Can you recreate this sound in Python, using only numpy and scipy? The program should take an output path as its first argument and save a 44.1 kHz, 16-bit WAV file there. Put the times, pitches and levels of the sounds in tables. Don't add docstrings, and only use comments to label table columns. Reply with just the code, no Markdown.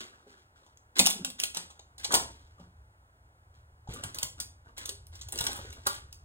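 import sys
import numpy as np
from scipy import signal
from scipy.fft import rfft, irfft, next_fast_len
from scipy.io import wavfile
from scipy.ndimage import uniform_filter1d

SR = 44100
rng = np.random.default_rng(int(sys.argv[2]) if len(sys.argv) > 2 else 0)


def digitize_waveform(pressure):
    field = np.atleast_2d(pressure).T
    bounded = np.clip(field, -1, 1)
    quanta = np.round(bounded * 32767).astype(np.int16)
    wavfile.write(sys.argv[1], SR, quanta)


N = 275444
TIME = np.arange(N) / SR
PADDED = next_fast_len(N, True)
BINS_HZ = np.fft.rfftfreq(PADDED, 1 / SR)


def amp(db):
    return 10 ** (np.asarray(db) / 20)


def unit_rms(x):
    return x / np.sqrt(np.mean(x ** 2) + 1e-20)


def burst(x, span_s):
    return x * np.sqrt(span_s * SR / (np.sum(x ** 2) + 1e-20))


def at_hz(points, hz):
    f, value = np.transpose(points)
    return np.interp(np.log(hz + 1), np.log(f + 1), value)


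def follow(rows):
    s, *columns = np.transpose(rows)
    return [np.interp(TIME, s, c) for c in columns]


def add(mix, s, sound):
    at = round(s * SR)
    sound = sound[max(-at, 0):]
    part = mix[max(at, 0):][:len(sound)]
    part += sound[:len(part)]


def colour(x, points, size=2048):
    log_gain = np.log(amp(at_hz(points, abs(np.fft.fftfreq(size, 1 / SR)))))
    taps = np.fft.ifft(np.exp(np.conj(signal.hilbert(log_gain)))).real[:size // 2]
    return signal.oaconvolve(x, taps)[:len(x)]


def ring(hz, db, t60, t):
    hz, db, t60 = (np.reshape(v, (-1, 1)) for v in (hz, db, t60))
    return (amp(db - 60 * t / t60) * np.sin(2 * np.pi * hz * t)).sum(0)


# t/s, duration/s, level/dB, relative level of the boards layer/dB
# Most are scuffs on grit; those at 2.027 and 4.376 s are a brief, soft rush just before a crack.
RUSHES = [(-.012, 0.019, -40, -0.5), (0.267, 0.15, -61, 1.5), (0.548, 0.17, -66, 1.5),
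          (0.955, 0.047, -31.5, -12), (0.99, 0.067, -41.5, -7.5), (1.064, 0.043, -39, -15),
          (1.382, 0.058, -40, -29), (1.54, 0.064, -43.5, -16), (1.985, 0.023, -49.5, -6),
          (2.027, 0.013, -41, -21), (2.085, 0.032, -49, 13), (2.109, 0.021, -36, 3),
          (2.134, 0.062, -37, -9), (2.577, 0.05, -63.5, 12.5), (3.533, 0.053, -68, -4),
          (3.886, 0.12, -48.5, 4.5), (4.024, 0.064, -47, 1.5), (4.136, 0.12, -48.5, 0.5),
          (4.376, 0.04, -55.5, 5.5), (4.645, 0.061, -67.5, 10.5), (4.764, 0.14, -46.5, -5.5),
          (5.116, 0.29, -55, -4.5), (5.328, 0.038, -46, 4.5), (5.377, 0.11, -37.5, -1.5),
          (5.495, 0.45, -46, 1), (5.851, 0.11, -41, -14)]


def rush_envelopes(rise_s=0.01, sag_db_per_s=42.5, stop_db_per_s=301, tail_db_per_s=58):
    grit, boards, t = np.zeros(N), np.zeros(N), np.arange(SR) / SR
    for s, length, db, boards_db in RUSHES:
        after = np.maximum(t - length, 0)
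        held = np.minimum(t / rise_s, 1) * amp(db - sag_db_per_s * (t - after))
        rush = held * amp(-stop_db_per_s * after)
        tail = held * amp(-16.5 - tail_db_per_s * after)
        add(grit, s, rush ** 2 + tail ** 2)
        add(boards, s, (amp(boards_db) * rush) ** 2 + (amp(1) * tail) ** 2)
    return np.sqrt(grit), np.sqrt(boards)


def grains(per_s, spread_db):
    out, at = np.zeros(N), np.flatnonzero(rng.random(N) < per_s / SR)
    sign, size = rng.random((2, N))[:, at]
    out[at] = np.sign(sign - .5) * amp(spread_db * np.minimum(-np.log(1 - size), 4))
    return unit_rms(out)


def rattle(low_hz=129.5, high_hz=1888, t60_cycles=16, count=20):
    out, t = np.zeros(N), np.arange(SR // 10) / SR
    for hz in low_hz * (high_hz / low_hz) ** ((np.arange(count) + rng.random(count)) / count):
        piece = ring(hz, 0, t60_cycles / hz, t)
        hits = grains(per_s=18, spread_db=3)
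        out += np.sqrt(hz) * signal.oaconvolve(hits, piece / np.linalg.norm(piece))[:N]
    return unit_rms(out)


def scrapes_and_rushes(break_db=-53):
    on_grit, on_boards = rush_envelopes()
    friction = unit_rms(grains(per_s=480, spread_db=2) + amp(-9) * rng.standard_normal(N))
    grit = colour(friction, [(300, -26), (1000, -1.5), (1600, 6), (2200, 1), (3400, 4.5), (5300, .5),
                             (7800, -5), (11000, -13), (15500, -17.5)])
    chips = colour(grains(per_s=27, spread_db=4.5),
                   [(300, -21), (2100, -6.5), (3400, -6), (8500, -1), (15500, -12)])
    boards = colour(rattle() + amp(-10) * friction,
                    [(40, -27), (150, -8.5), (260, -1.5), (420, -2.5), (560, -6.5), (880, -6.5),
                     (1150, 1), (1500, -1), (2400, -11.5), (6000, -42)])
    breaking = on_grit / (on_grit + amp(break_db))
    surface = amp(-2) * unit_rms(grit) + amp(-7) * breaking * unit_rms(chips)
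    return on_grit * surface + amp(-5) * on_boards * unit_rms(boards)


# f/Hz, relative level/dB
AIR_SPECTRUM = [(20, -24), (42, -13), (72, -2), (115, -9.5), (170, -25.5), (450, -26), (900, -23.5),
                (1400, -20.5), (2500, -34.5), (5000, -41), (10000, -44), (15500, -48.5)]
# t/s, gain/dB
RUMBLE = [(0, -6), (1.8, -1), (2.25, 9.5), (2.5, 5.5), (2.75, 7), (3.1, 0), (3.7, 4.5), (4.3, 8), (4.6, 5),
          (5.1, 12.5), (5.7, 14), (6.24, 10.5)]


def background(level_db=-62, split_hz=150, apart_db=-11):
    shape = amp(at_hz(AIR_SPECTRUM, BINS_HZ))
    air = rfft(rng.standard_normal((3, PADDED))) * shape / np.sqrt(np.mean(shape ** 2))
    bass = 1 / (1 + (BINS_HZ / split_hz) ** 6)
    rumble = amp(follow(RUMBLE)[0]) * irfft(air[0] * bass, PADDED)[:N]
    hiss = irfft(air * (1 - bass), PADDED)[:, :N]
    return amp(level_db) * (rumble + ports(hiss[0]) + amp(apart_db) * hiss[1:])


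# t/s, level/dB, strongest mode f/Hz
THUDS = [(.267, -57, 410), (1, -35, 194.7), (1.57, -56.5, 172.7), (2.143, -45, 152.2), (2.599, -54, 177.3),
         (3.888, -37.5, 106.3), (4.047, -45, 106.6), (4.236, -49, 116.5), (4.406, -56, 112),
         (4.89, -54, 404), (5.406, -46.5, 114), (5.598, -50.5, 89)]


def thuds(rise_cycles=0.31, decay_s=0.016):
    out, t = np.zeros(N), np.arange(SR // 4) / SR
    for s, db, hz in THUDS:
        modes = ring(hz * np.array([.63, 1, 1.28, 1.95]), [-9, 1.5, -4.5, -14], decay_s * np.log(1000), t)
        loading = 1 - np.exp(-t * hz / rise_cycles)
        add(out, s, amp(db) * burst(modes * loading, 0.029))
    return out


# t/s, level/dB, body gain (400-1400 Hz)/dB, top gain (above 8 kHz)/dB,
# contact time/s, ring f/Hz, relative ring level/dB
KNOCKS = [(0.6639, -61, 14, -8, 0.0041, 1000, -14), (0.773, -59.5, -1, -6, .0006, 6530, -4),
          (0.9922, -17, -27, -7, .0022, 4280, -10.5), (0.9964, -19, 5, 1.5, 0.0026, 2500, -8),
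          (1.057, -27.5, -11, 1, 0.00028, 2770, 1.5), (1.0623, -19.5, -23.5, 4.5, 0.0018, 5600, -9),
          (1.0697, -22, -6.5, -6.5, 0.00069, 4240, -16), (1.1022, -30.5, -7, 8, 0.00096, 8200, -14),
          (1.108, -31.5, -5, 0, 0.0013, 3457, 1), (1.2473, -30, -2, -1, 0.0014, 3200, -7.5),
          (1.301, -43.5, -3, 0, 0.00082, 3160, -21), (1.3998, -30.5, -5, 2, 0.00076, 2700, -16),
          (1.4358, -26, -4.5, 1, 0.0018, 2480, -13), (1.5477, -38.5, -1.5, 1, .0008, 3720, -10),
          (1.5701, -32, -5.5, -5, 0.0017, 4000, -11), (1.702, -52.5, 6, -7.5, 0.005, 1270, -14),
          (1.794, -51, 9, -14, 0.0014, 3770, -1.5), (1.981, -49, -5, -1.5, 0.0034, 4110, -14.5),
          (2.045, -30.5, -17.5, -8.5, 0.0016, 4220, -7), (2.051, -37.5, -7.5, -9.5, 0.0011, 4560, -8),
          (2.1229, -29.5, 5.5, 1, .005, 2100, -14), (2.1403, -18.5, 4, 0, 0.0038, 5600, -22.5),
          (2.149, -23, 7, 2.5, .007, 4400, -6), (3.874, -49, 22, -18, 0.004, 830, -10),
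          (3.9365, -44, -3, 2, 0.0045, 8000, -17), (4.0373, -36.5, 7.5, 1.5, 0.0027, 8200, -22),
          (4.1454, -41, -7, 6, .005, 6320, -7), (4.186, -35.5, -5.5, 3.5, 0.00089, 4880, -8.5),
          (4.2293, -28.5, -2.5, 1.5, 0.0015, 5750, -12), (4.401, -32.5, -9, 1, 0.0024, 5370, -11),
          (4.7792, -41, -2.5, -1.5, 0.0032, 2180, -10), (4.8558, -37.5, -7, 3, .002, 6500, -8),
          (4.8921, -34.5, -22, -1.5, 0.0015, 4900, -27), (5.068, -55, -4, 9, 0.001, 5360, -12),
          (5.1535, -51, -7, -2, 0.0037, 5260, -10), (5.2123, -43.5, -13, -9, 0.0046, 6550, -8),
          (5.286, -45.5, 2, 4, 0.0019, 6900, -8), (5.323, -36.5, -8, 10.5, 0.0009, 8900, -12),
          (5.3279, -42.5, -7, 4, 0.00091, 7800, -14), (5.3578, -42, -3, 2, .001, 4660, -16),
          (5.3765, -39.5, -9, 0, 0.0017, 6550, -17), (5.3881, -32, -23, 1, .0005, 3420, -17),
          (5.4075, -31.5, -11, 1, 0.0011, 3400, -15), (5.4508, -39.5, -8, 13, .0008, 4100, -12),
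          (5.4669, -28, -15, -1, 0.0018, 3350, -7), (5.5185, -43, -2, 0, 0.00085, 4170, -12),
          (5.531, -42.5, -4, 4, 0.00076, 3500, -24), (5.5622, -43, 0.5, 6, 0.0071, 1250, -15),
          (5.703, -54, -8, -2, .002, 6400, 0), (5.727, -49, 0, -1, .004, 2260, -7),
          (5.8651, -37.5, -1, 0, 0.0028, 5930, -18), (5.869, -26, -11, 5.5, 0.0021, 4200, -22.5),
          (6.127, -47.5, -11, 2.5, .0007, 5270, -8.5)]


def knocks(seat_s=0.00051, soft_contact_s=.003, ring_t60=.02, chatter_t60=.03):
    hz = np.geomspace(40, 16000, 80)
    out, t = np.zeros(N), np.arange(3000) / SR
    for s, db, body_db, top_db, contact, ring_hz, ring_db in KNOCKS:
        slips = np.exp(0.74 * unit_rms(uniform_filter1d(rng.standard_normal(len(t)), size=20)))
        envelope = (1 - np.exp(-t / seat_s)) * np.exp(-t / (2 * max(contact, 1e-4)))
        crunch = burst(rng.standard_normal(len(t)) * slips * envelope, 0.039)
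        tick = burst(signal.unit_impulse(len(t)), 0.03) * np.exp(-contact / soft_contact_s)
        place, size, life = rng.random((3, 16))
        chatter = ring(700 + 12000 * place ** 1.3, -12 * size, chatter_t60 * (.5 + life), t)
        blow = crunch + splinters(t, contact) + amp(-10) * tick + amp(-6) * burst(chatter, 0.0056)
        shape = [(40, body_db - 23.5), (150, body_db - 17.5), (450, body_db - 7), (850, body_db + .5),
                 (1450, -4.5), (2150, -5.5), (3200, 3.5), (5200, 2), (7800, 1.5),
                 (10000, top_db - .5), (15500, top_db - 7)]
        resonance_db = 4.5 * np.exp(-(np.log2(hz / ring_hz) / .3) ** 2)
        response = np.column_stack([hz, at_hz(shape, hz) + resonance_db])
        crack = unit_rms(colour(blow, response))
        tone = unit_rms(ring([ring_hz, 1.7 * ring_hz], [0, -10], ring_t60, t))
        add(out, s, amp(db) * burst(crack + amp(ring_db) * tone, 0.013))
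    return out


def splinters(t, contact, mean_contacts=2.6, count=8):
    out, (chance, sign) = np.zeros(len(t)), rng.random((2, count))
    delay = -np.log(1 - chance)
    at = np.minimum((delay * mean_contacts * contact * SR).astype(int), len(t) - 1)
    out[at] = np.sign(sign - .5) * np.exp(-delay / 2)
    return amp(-2.5) * burst(out, 0.0097)


def struck_wood(modes, blows, t60, seat_s, spot_db=1):
    out, t = np.zeros(N), np.arange(SR // 4) / SR
    hz, mode_db = np.transpose(modes)
    for s, db, pitch in blows:
        sound = ring(hz * pitch, mode_db + spot_db * rng.standard_normal(len(hz)), t60, t)
        add(out, s, amp(db) * burst(sound * (1 - np.exp(-t / seat_s)), 0.021))
    return out


# f/Hz at ratio 1, relative level/dB
BOARD_MODES = [(335, -10), (420, -3), (582, -1.5), (738, 1), (861, 3), (960, 6.5), (1230, -1), (1650, -5)]
# t/s, level/dB, frequency ratio
BOARD_BLOWS = [(.997, -34, 0.95), (2.049, -48.5, 0.86), (2.111, -44, 1.03), (2.1354, -26.5, 1.05),
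               (2.1425, -31, .98), (2.152, -32.5, 1.08), (2.166, -37.5, 0.91), (3.942, -53, 0.477),
               (3.998, -55, 0.597), (4.037, -49.5, 0.96), (4.148, -61.5, 0.63), (4.891, -60.5, 0.67),
               (5.327, -50, 0.96), (5.3596, -52, 0.46), (5.406, -45, 0.97), (5.4915, -43, 0.848),
               (5.593, -52, 0.57), (5.649, -54, 0.43), (5.78, -63.5, 0.67)]


def loose_boards():
    return struck_wood(BOARD_MODES, BOARD_BLOWS, t60=.034, seat_s=0.0011)


# t/s, f/Hz, level/dB, relative overtone level/dB
FLEX = [(1.145, 205, -73, -10), (1.165, 216, -41, -10), (1.18, 184, -67, 3), (1.198, 179.4, -52.5, 7.5),
        (1.217, 180, -42.5, -29), (1.226, 284, -52.5, -16), (1.28, 256, -53.5, -11.5),
        (1.315, 226, -53.5, -17), (1.35, 208, -82, -24)]


def panel_groan(roughness=0.21, overtone_ratio=2.04):
    hz, db, overtone_db = follow(FLEX)
    phase = 2 * np.pi * np.cumsum(hz) / SR
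    tone = np.sin(phase) + amp(overtone_db) * np.sin(overtone_ratio * phase)
    waver = 1 + roughness * unit_rms(uniform_filter1d(rng.standard_normal(N), size=300))
    sounding = (TIME > FLEX[0][0]) & (TIME < FLEX[-1][0])
    return np.sqrt(2) * sounding * amp(db) * waver * tone


# f/Hz at ratio 1, relative level/dB
SLAT_MODES = [(410, -4.5), (610, -4.5), (770, -7), (910, 4.5), (1030, 2), (1190, 9), (1440, 8.5),
              (1870, -5)]
# t/s, level/dB, frequency ratio
SLAT_BLOWS = [(5.8645, -31.5, 1.01), (5.8694, -31, 0.976)]


def dropped_slat():
    return struck_wood(SLAT_MODES, SLAT_BLOWS, t60=.028, seat_s=0.00146)


# f/Hz, T60/s
REVERB_TIMES = [(80, 0.77), (250, 0.43), (900, 0.34), (3000, 0.31), (8000, 0.3), (15000, 0.19)]


def echoes(early_db=-3, early_t60=0.2, build_s=0.0027, hand_db=-20, hand_s=.0015):
    hz, t, noise = signal.stft(rng.standard_normal(SR * 3 // 4), SR, nperseg=256)
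    tail = signal.istft(noise * amp(-60 * t / at_hz(REVERB_TIMES, hz)[:, None]), SR, nperseg=256)[1]
    t = np.arange(len(tail)) / SR
    fade = amp(-60 * t / early_t60) + amp(hand_db) * np.exp(-t / hand_s)
    early = rng.choice([-1, 1], len(t)) * (rng.random(len(t)) < 2500 / SR) * fade
    echo = tail / np.linalg.norm(tail) + amp(early_db) * early / np.linalg.norm(early)
    echo *= 1 - np.exp(-t / build_s)
    return echo / np.linalg.norm(echo)


def container(x, shift_s=.07, count=5, **pattern):
    out = np.zeros(N)
    for k in range(count):
        away = abs((TIME / shift_s - k + count / 2) % count - count / 2)
        share = np.cos(np.pi / 2 * np.minimum(away, 1))
        out += signal.oaconvolve(x * share, echoes(**pattern))[:N]
    return out


# f/Hz, gain/dB
NEAR_ECHO_GAIN = [(60, -45), (170, -24), (320, -12), (800, -5.5), (2200, -3.5), (3400, -5), (6000, -9),
                  (15000, -9)]


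def near_echoes(x):
    reflected = colour(x, NEAR_ECHO_GAIN)
    return np.array([container(reflected, early_db=9, early_t60=0.085, build_s=0.0001, hand_db=6)
                     for channel in range(2)])


# f/Hz, phase/rad
PORT_PHASE = [(0, 0), (250, 0), (650, -.3), (850, .9), (1100, 2.8), (2000, 3), (3400, 2.5), (5300, 3.1),
              (8200, .4), (9600, -.3), (11700, -3.1), (13200, -3.3), (14500, -5.9), (15800, -6.3)]


def ports(x):
    lead = np.interp(BINS_HZ, *np.transpose(PORT_PHASE))
    return irfft(rfft(x, PADDED) * np.exp(.5j * np.array([lead, -lead])), PADDED)[:, :N]


def scene(wet_db=-5, low_wet_db=-7):
    junk = knocks() + scrapes_and_rushes() + dropped_slat() + loose_boards()
    low = thuds() + panel_groan()
    shared = junk + amp(wet_db) * container(junk) + low + amp(low_wet_db) * container(low)
    return ports(shared) + near_echoes(junk) + background()


def record(dry):
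    lowpass = signal.firwin(255, cutoff=15900, window=("kaiser", 8), fs=SR)
    return signal.oaconvolve(dry, lowpass[None], "same", axes=1)


dry = scene()
out = record(dry)
digitize_waveform(out)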